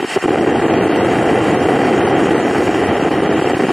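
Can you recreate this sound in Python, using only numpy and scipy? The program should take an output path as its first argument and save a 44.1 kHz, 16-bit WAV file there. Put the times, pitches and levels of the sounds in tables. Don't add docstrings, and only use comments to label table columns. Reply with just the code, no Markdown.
import sys
import numpy as np
from scipy import signal
from scipy.fft import rfft, irfft, next_fast_len
from scipy.io import wavfile
from scipy.ndimage import uniform_filter1d, minimum_filter1d

SR = 44100
rng = np.random.default_rng(int(sys.argv[2]) if len(sys.argv) > 2 else 0)


def amplitude_ratio(level_db):
    exponent = np.asarray(level_db, float) / 20
    return 10 ** exponent


def store_pcm(level_fs):
    pcm = np.round(np.clip(level_fs, -1, 1) * 32767).astype(np.int16)
    wavfile.write(sys.argv[1], SR, np.atleast_2d(pcm).T)


N = 164052

# time in seconds, roar level in dB, sputter depth in dB, hiss level in dB.
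BURN = [(0, -19.5, 8, -31), (0.031, -20.5, 9, -30.5), (0.044, -12.5, 4, -30), (.1, -16, 11, -23.5),
        (.155, -13, 10.5, -22.5), (0.172, -12.5, -7, -31.5), (.225, -14, -5, -26), (.26, -12.5, 1.5, -31),
        (.5, -13, 4, -33.5), (1.0, -13, 0, -30), (1.2, -12.5, 1, -29.5), (2.0, -12.5, 2.5, -30.5),
        (2.8, -13, 4, -29.5), (3.1, -13.5, -1, -32.5), (3.4, -13.5, 3, -30), (3.72, -13.5, 4.5, -28.5)]
# start in seconds, length in seconds, roar change in dB.
LULLS = [(.008, 0.017, -10), (.033, 0.0058, -46), (0.048, .1145, -17), (0.177, 0.0082, -22),
         (0.187, 0.042, -21.5), (0.231, .008, -19), (0.251, .006, -17), (.262, 0.016, -12),
         (.294, 0.0079, -20), (0.319, .007, -7), (0.347, 0.0099, -9), (0.36, 0.01, -14), (0.368, 0.015, -2),
         (0.401, 0.0065, -19), (0.427, 0.0038, 2), (0.449, 0.012, -21), (0.587, 0.0054, -10),
         (0.605, 0.0076, -28), (0.668, 0.012, -9), (.882, 0.0094, -18), (1.232, 0.0072, -11),
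         (1.566, .006, -12), (1.677, .008, -8), (1.781, 0.0073, -13), (1.92, .007, -13),
         (2.246, 0.0082, -7), (2.297, 0.0083, -12), (2.42, 0.007, -7), (2.540, 0.0064, -18),
         (2.735, .007, -12), (2.984, 0.0098, -15), (3.053, 0.0048, 0), (3.092, 0.015, -14.5),
         (3.205, 0.015, -7), (3.282, 0.0073, -16), (3.402, 0.011, -13.5), (3.428, 0.0162, -7),
         (3.462, 0.0085, -5), (3.522, .010, -12), (3.557, 0.013, -7), (3.577, 0.017, -16),
         (3.612, 0.0091, -21), (3.629, 0.0067, -16), (3.654, 0.013, -19), (3.668, 0.0168, -13.5),
         (3.698, 0.0043, -21), (3.711, 0.011, -16)]
# time in seconds, peak in dB.
CRACKS = [(0.002, -18), (0.027, -8), (0.041, -6.5), (0.043, -4.5), (0.046, -12), (0.16, -4), (0.163, -2),
          (0.168, -7), (0.171, -8), (0.175, -10), (0.185, -11), (0.227, -4.5), (0.243, -11), (0.244, -5),
          (0.257, 1), (0.275, -5.5), (0.283, -3), (0.306, -4), (0.33, -2), (0.345, -3), (0.355, -8),
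          (0.386, -3), (0.409, -4), (0.427, -5), (0.463, -6), (0.473, 2), (0.59, -4), (1.187, -7),
          (1.573, -5), (1.836, -4), (1.925, -8), (2.314, -2), (2.568, -5), (2.608, -1), (2.819, -12),
          (3.053, -3), (3.294, -4), (3.424, -5), (3.45, -7), (3.516, -6), (3.568, -1), (3.593, -0.5),
          (3.622, -9), (3.637, -6), (3.689, -3.5), (3.705, 0), (3.715, -4)]
# frequency in Hz, density in dB per Hz.
ROAR_SPECTRUM = [(70, -8), (190, -9.5), (330, -1), (900, -14.5), (2000, -20), (3250, -23.5), (3700, -37),
                 (16000, -91)]
# frequency in Hz, density in dB per Hz.
JET_SPECTRUM = [(100, -23.5), (500, -6.5), (3000, 0), (3600, -6.5), (8200, -14.5), (10400, -20),
                (10700, -26), (16000, -40.5)]
# centre in Hz, width in Hz, gain in dB.
HOUSING = [(387, 740, 3.5), (608, 140, -6), (749, 280, 7), (965, 156, -4), (1968, 244, 4.5),
           (2170, 150, -6), (2570, 45, -17), (2960, 100, -4), (3447, 240, -13), (4016, 160, -13),
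           (4320, 100, -9), (5020, 340, -7), (6110, 200, -23), (12860, 530, 8.5)]
# centre in Hz, width in Hz, gain in dB.
CRACK_BODY = [(300, 270, 5.4), (700, 250, 1.7)]
# start in seconds, length in seconds, strength from 0 to 1.
SWIRLS = [(0, .09, .45), (.19, .04, .6), (.27, .05, .65), (.39, .07, .5), (.61, .46, .75), (1.22, .05, .3),
          (1.5, .2, .5), (1.99, .08, .4), (2.08, .11, .45), (2.32, .16, .5), (2.82, .15, .55),
          (3.09, .39, .6), (3.51, .06, .95), (3.58, .14, .5)]
# start in seconds, length in seconds, low edge in Hz, high edge in Hz.
OPPOSED = [(.4, .045, 4900, 5400), (.395, .03, 6300, 7700), (.52, .08, 6300, 7200), (.62, .11, 4800, 5600),
           (.77, .1, 4900, 5600), (1.22, .04, 6300, 7300), (1.995, .09, 6200, 8500),
           (2.35, .09, 5100, 5700), (2.68, .05, 8500, 9600), (3.0, .05, 5200, 6200),
           (3.5, .05, 9000, 12000)]

DIE_S, CATCH_S = 0.0025, 0.001
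RELIGHT_S, RELIGHT_DB = 0.003, 1.5
SWIRL_FROM_HZ, SWIRL_BAND_HZ = 4600, 345
ALWAYS_LOW_HZ, ALWAYS_HIGH_HZ = 10200, 12750


def rms_one(x):
    return x / np.sqrt(np.mean(x ** 2) + 1e-20)


def drift(rate_hz):
    pole = np.exp(-16 * np.pi * rate_hz / SR)
    noise = rng.standard_normal(N // 8 + 4002)
    slow = signal.lfilter([1], [1, -2 * pole, pole * pole], noise)[4000:]
    return np.interp(np.arange(N) / 8, np.arange(len(slow)), rms_one(slow))


def spells(rows, rise_s, fall_s):
    t = np.arange(N) / SR
    total = 0
    for start_s, length_s, value in rows:
        flank = np.minimum((t - start_s) / rise_s, (start_s + length_s - t) / fall_s)
        total = total + value * np.clip(flank, 0, 1)
    return total


def colour(x, spectrum, bumps=()):
    size = 2 * next_fast_len(N // 2 + 4096)
    hz = np.arange(size // 2 + 1) * SR / size + 1
    level_db = np.interp(np.log(hz), np.log([row[0] for row in spectrum]), [row[1] for row in spectrum])
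    for centre_hz, width_hz, db in bumps:
        level_db = level_db + db / (1 + (2 * (hz - centre_hz) / width_hz) ** 2)
    fold = irfft(level_db * np.log(10) / 20)
    fold[1:size // 2] *= 2
    fold[size // 2 + 1:] = 0
    return irfft(rfft(x, size) * np.exp(rfft(fold)))[..., :N]


def burn(column):
    return np.interp(np.arange(N) / SR, [row[0] for row in BURN], [row[column] for row in BURN])


def combustion():
    pops_per_s, pop_spread_db, pop_share = 2400, 4, 0.66
    fired = rng.random(N) < pops_per_s / SR
    size_db = pop_spread_db * np.minimum(rng.exponential(1, N), 4)
    pops = fired * amplitude_ratio(size_db) * rng.choice([-1, 1], N)
    source = np.sqrt(pop_share) * rms_one(pops) + np.sqrt(1 - pop_share) * rng.standard_normal(N)
    sputter = drift(25) + 0.2 * drift(190)
    return rms_one(source * amplitude_ratio(np.abs(burn(column=2)) * np.minimum(sputter, 0.63)))


def roar():
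    steady_s, steady_share = 0.015, 0.53
    source = combustion()
    swell = uniform_filter1d(colour(source, ROAR_SPECTRUM, HOUSING) ** 2, int(steady_s * SR))
    source = source * (swell / swell.mean() + 0.045) ** (-steady_share / 2)
    relights = [(start_s + length_s, 2 * RELIGHT_S, RELIGHT_DB) for start_s, length_s, _ in LULLS]
    relight_db = spells(relights, CATCH_S, RELIGHT_S)
    gate = amplitude_ratio(burn(column=1) + spells(LULLS, DIE_S, CATCH_S) + relight_db)
    ungated = colour(source, ROAR_SPECTRUM, HOUSING)
    out = colour(source * gate, ROAR_SPECTRUM, HOUSING) / np.std(ungated)
    rumble = signal.sosfiltfilt(signal.butter(2, 130, fs=SR, output="sos"), out)
    return out - rumble * spells([(-1, 1.19, 0.9)], 1, 0.034)


def cracks():
    clicks, unit = np.zeros(N), np.zeros(N)
    time_s, peak_db = np.transpose(CRACKS)
    clicks[(time_s * SR).astype(int)] = -amplitude_ratio(peak_db - 6)
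    unit[0] = 1
    path = [*HOUSING, *CRACK_BODY]
    return colour(clicks, ROAR_SPECTRUM, path) / np.abs(colour(unit, ROAR_SPECTRUM, path)).max()


def jet():
    patch_db, duck_share = 2, 0.018
    out, shared = 0, drift(28)
    edges_hz = np.r_[60, 1000, 2500, np.geomspace(3400, 19000, 10)]
    white = rng.standard_normal((2, N))
    for k, (low_hz, high_hz) in enumerate(zip(edges_hz, edges_hz[1:])):
        bandpass = signal.butter(2, [low_hz, high_hz], "band", fs=SR, output="sos")
        band = signal.sosfilt(bandpass, white[k % 2])
        out = out + amplitude_ratio(patch_db * (0.35 * shared + drift(12))) * band
    level_db = burn(column=3) + duck_share * spells(LULLS, DIE_S, CATCH_S)
    return amplitude_ratio(level_db) * rms_one(colour(out, JET_SPECTRUM, HOUSING))


def swirl_odds(frame_starts, centre_hz):
    stray_share, upper_share, always_share = 0.17, 0.9, 0.8
    swirl = spells(SWIRLS, 0.01, 0.01)[np.clip(frame_starts, 0, N - 1)]
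    reach = np.where(centre_hz > SWIRL_FROM_HZ, 1, stray_share * (centre_hz > 2400))
    reach = reach * np.where(centre_hz > ALWAYS_HIGH_HZ, stray_share, 1)
    reach = reach * np.where(centre_hz > 8700, upper_share, 1)
    always = always_share * (centre_hz > ALWAYS_LOW_HZ) * (centre_hz < ALWAYS_HIGH_HZ)
    return np.maximum(swirl[:, None] * reach, always)


def swirl_draws(shape):
    memory = 0.35
    draw = rng.standard_normal(shape)
    draw = signal.lfilter([np.sqrt(1 - memory ** 2)], [1, -memory], draw, axis=0)
    draw = 0.75 * draw + 0.5 * np.roll(draw, 1, axis=1) + 0.43 * draw[:, :1]
    return 1 / (1 + np.exp(1.7 * draw))


def swim_treble(x):
    hop, lead = 1024, 1568
    half_share, stray_turn, top_hz = 0.4, 0.08, 15780
    window = signal.windows.kaiser_bessel_derived(2 * hop, 4 * np.pi)
    count = N // hop + 3
    at = np.arange(count)[:, None] * hop + np.arange(2 * hop)
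    padded = np.r_[np.zeros(lead), x, np.zeros(4 * hop)]
    spec = rfft(padded[at] * window)
    hz = np.arange(hop + 1) * SR / (2 * hop)
    band = (hz / SWIRL_BAND_HZ).astype(int)
    centre_hz = (np.arange(band[-1] + 1) + 0.5) * SWIRL_BAND_HZ

    draw = swirl_draws((count, len(centre_hz)))
    odds = swirl_odds(at[:, hop] - lead, centre_hz)
    quarters = (draw < odds) * 1 + (draw < odds * (1 - half_share))
    quarters = quarters * np.where(centre_hz > SWIRL_FROM_HZ, 1, stray_turn)
    turn = np.pi / 4 * quarters[:, band]
    when_s = (at[:, hop, None] - lead) / SR
    for start_s, length_s, low_hz, high_hz in OPPOSED:
        inside_time = (when_s > start_s) & (when_s < start_s + length_s)
        turn = np.where(inside_time & (hz > low_hz) & (hz < high_hz), np.pi / 2, turn)

    out = np.zeros((2, len(padded)))
    for row, part in zip(out, (np.cos(turn), 1j * np.sin(turn))):
        np.add.at(row, at, irfft(spec * part * (hz < top_hz)) * window)
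    mid, side = out[:, lead:lead + N]
    return np.array([mid + side, mid - side])


def limit(x):
    limit_db, release_db_per_s = -2.3, 200
    over_db = np.maximum(20 * np.log10(np.abs(x) + 1e-9) - limit_db, 0)
    ramp_db = release_db_per_s * np.arange(N) / SR
    held_db = np.maximum.accumulate(over_db + ramp_db) - ramp_db
    gain_db = uniform_filter1d(minimum_filter1d(-held_db, size=45), size=45)
    return x * amplitude_ratio(gain_db)


def scene():
    return np.tile(roar() + cracks() + jet(), (2, 1))


def band_limit(x):
    return signal.sosfilt(signal.butter(12, 15950, fs=SR, output="sos"), x)


def record(dry):
    bass_cut = signal.butter(3, 106, "high", fs=SR, output="sos")
    mix = swim_treble(limit(signal.sosfilt(bass_cut, dry[0])))
    return band_limit(mix)


dry = scene()
out = record(dry)
store_pcm(out)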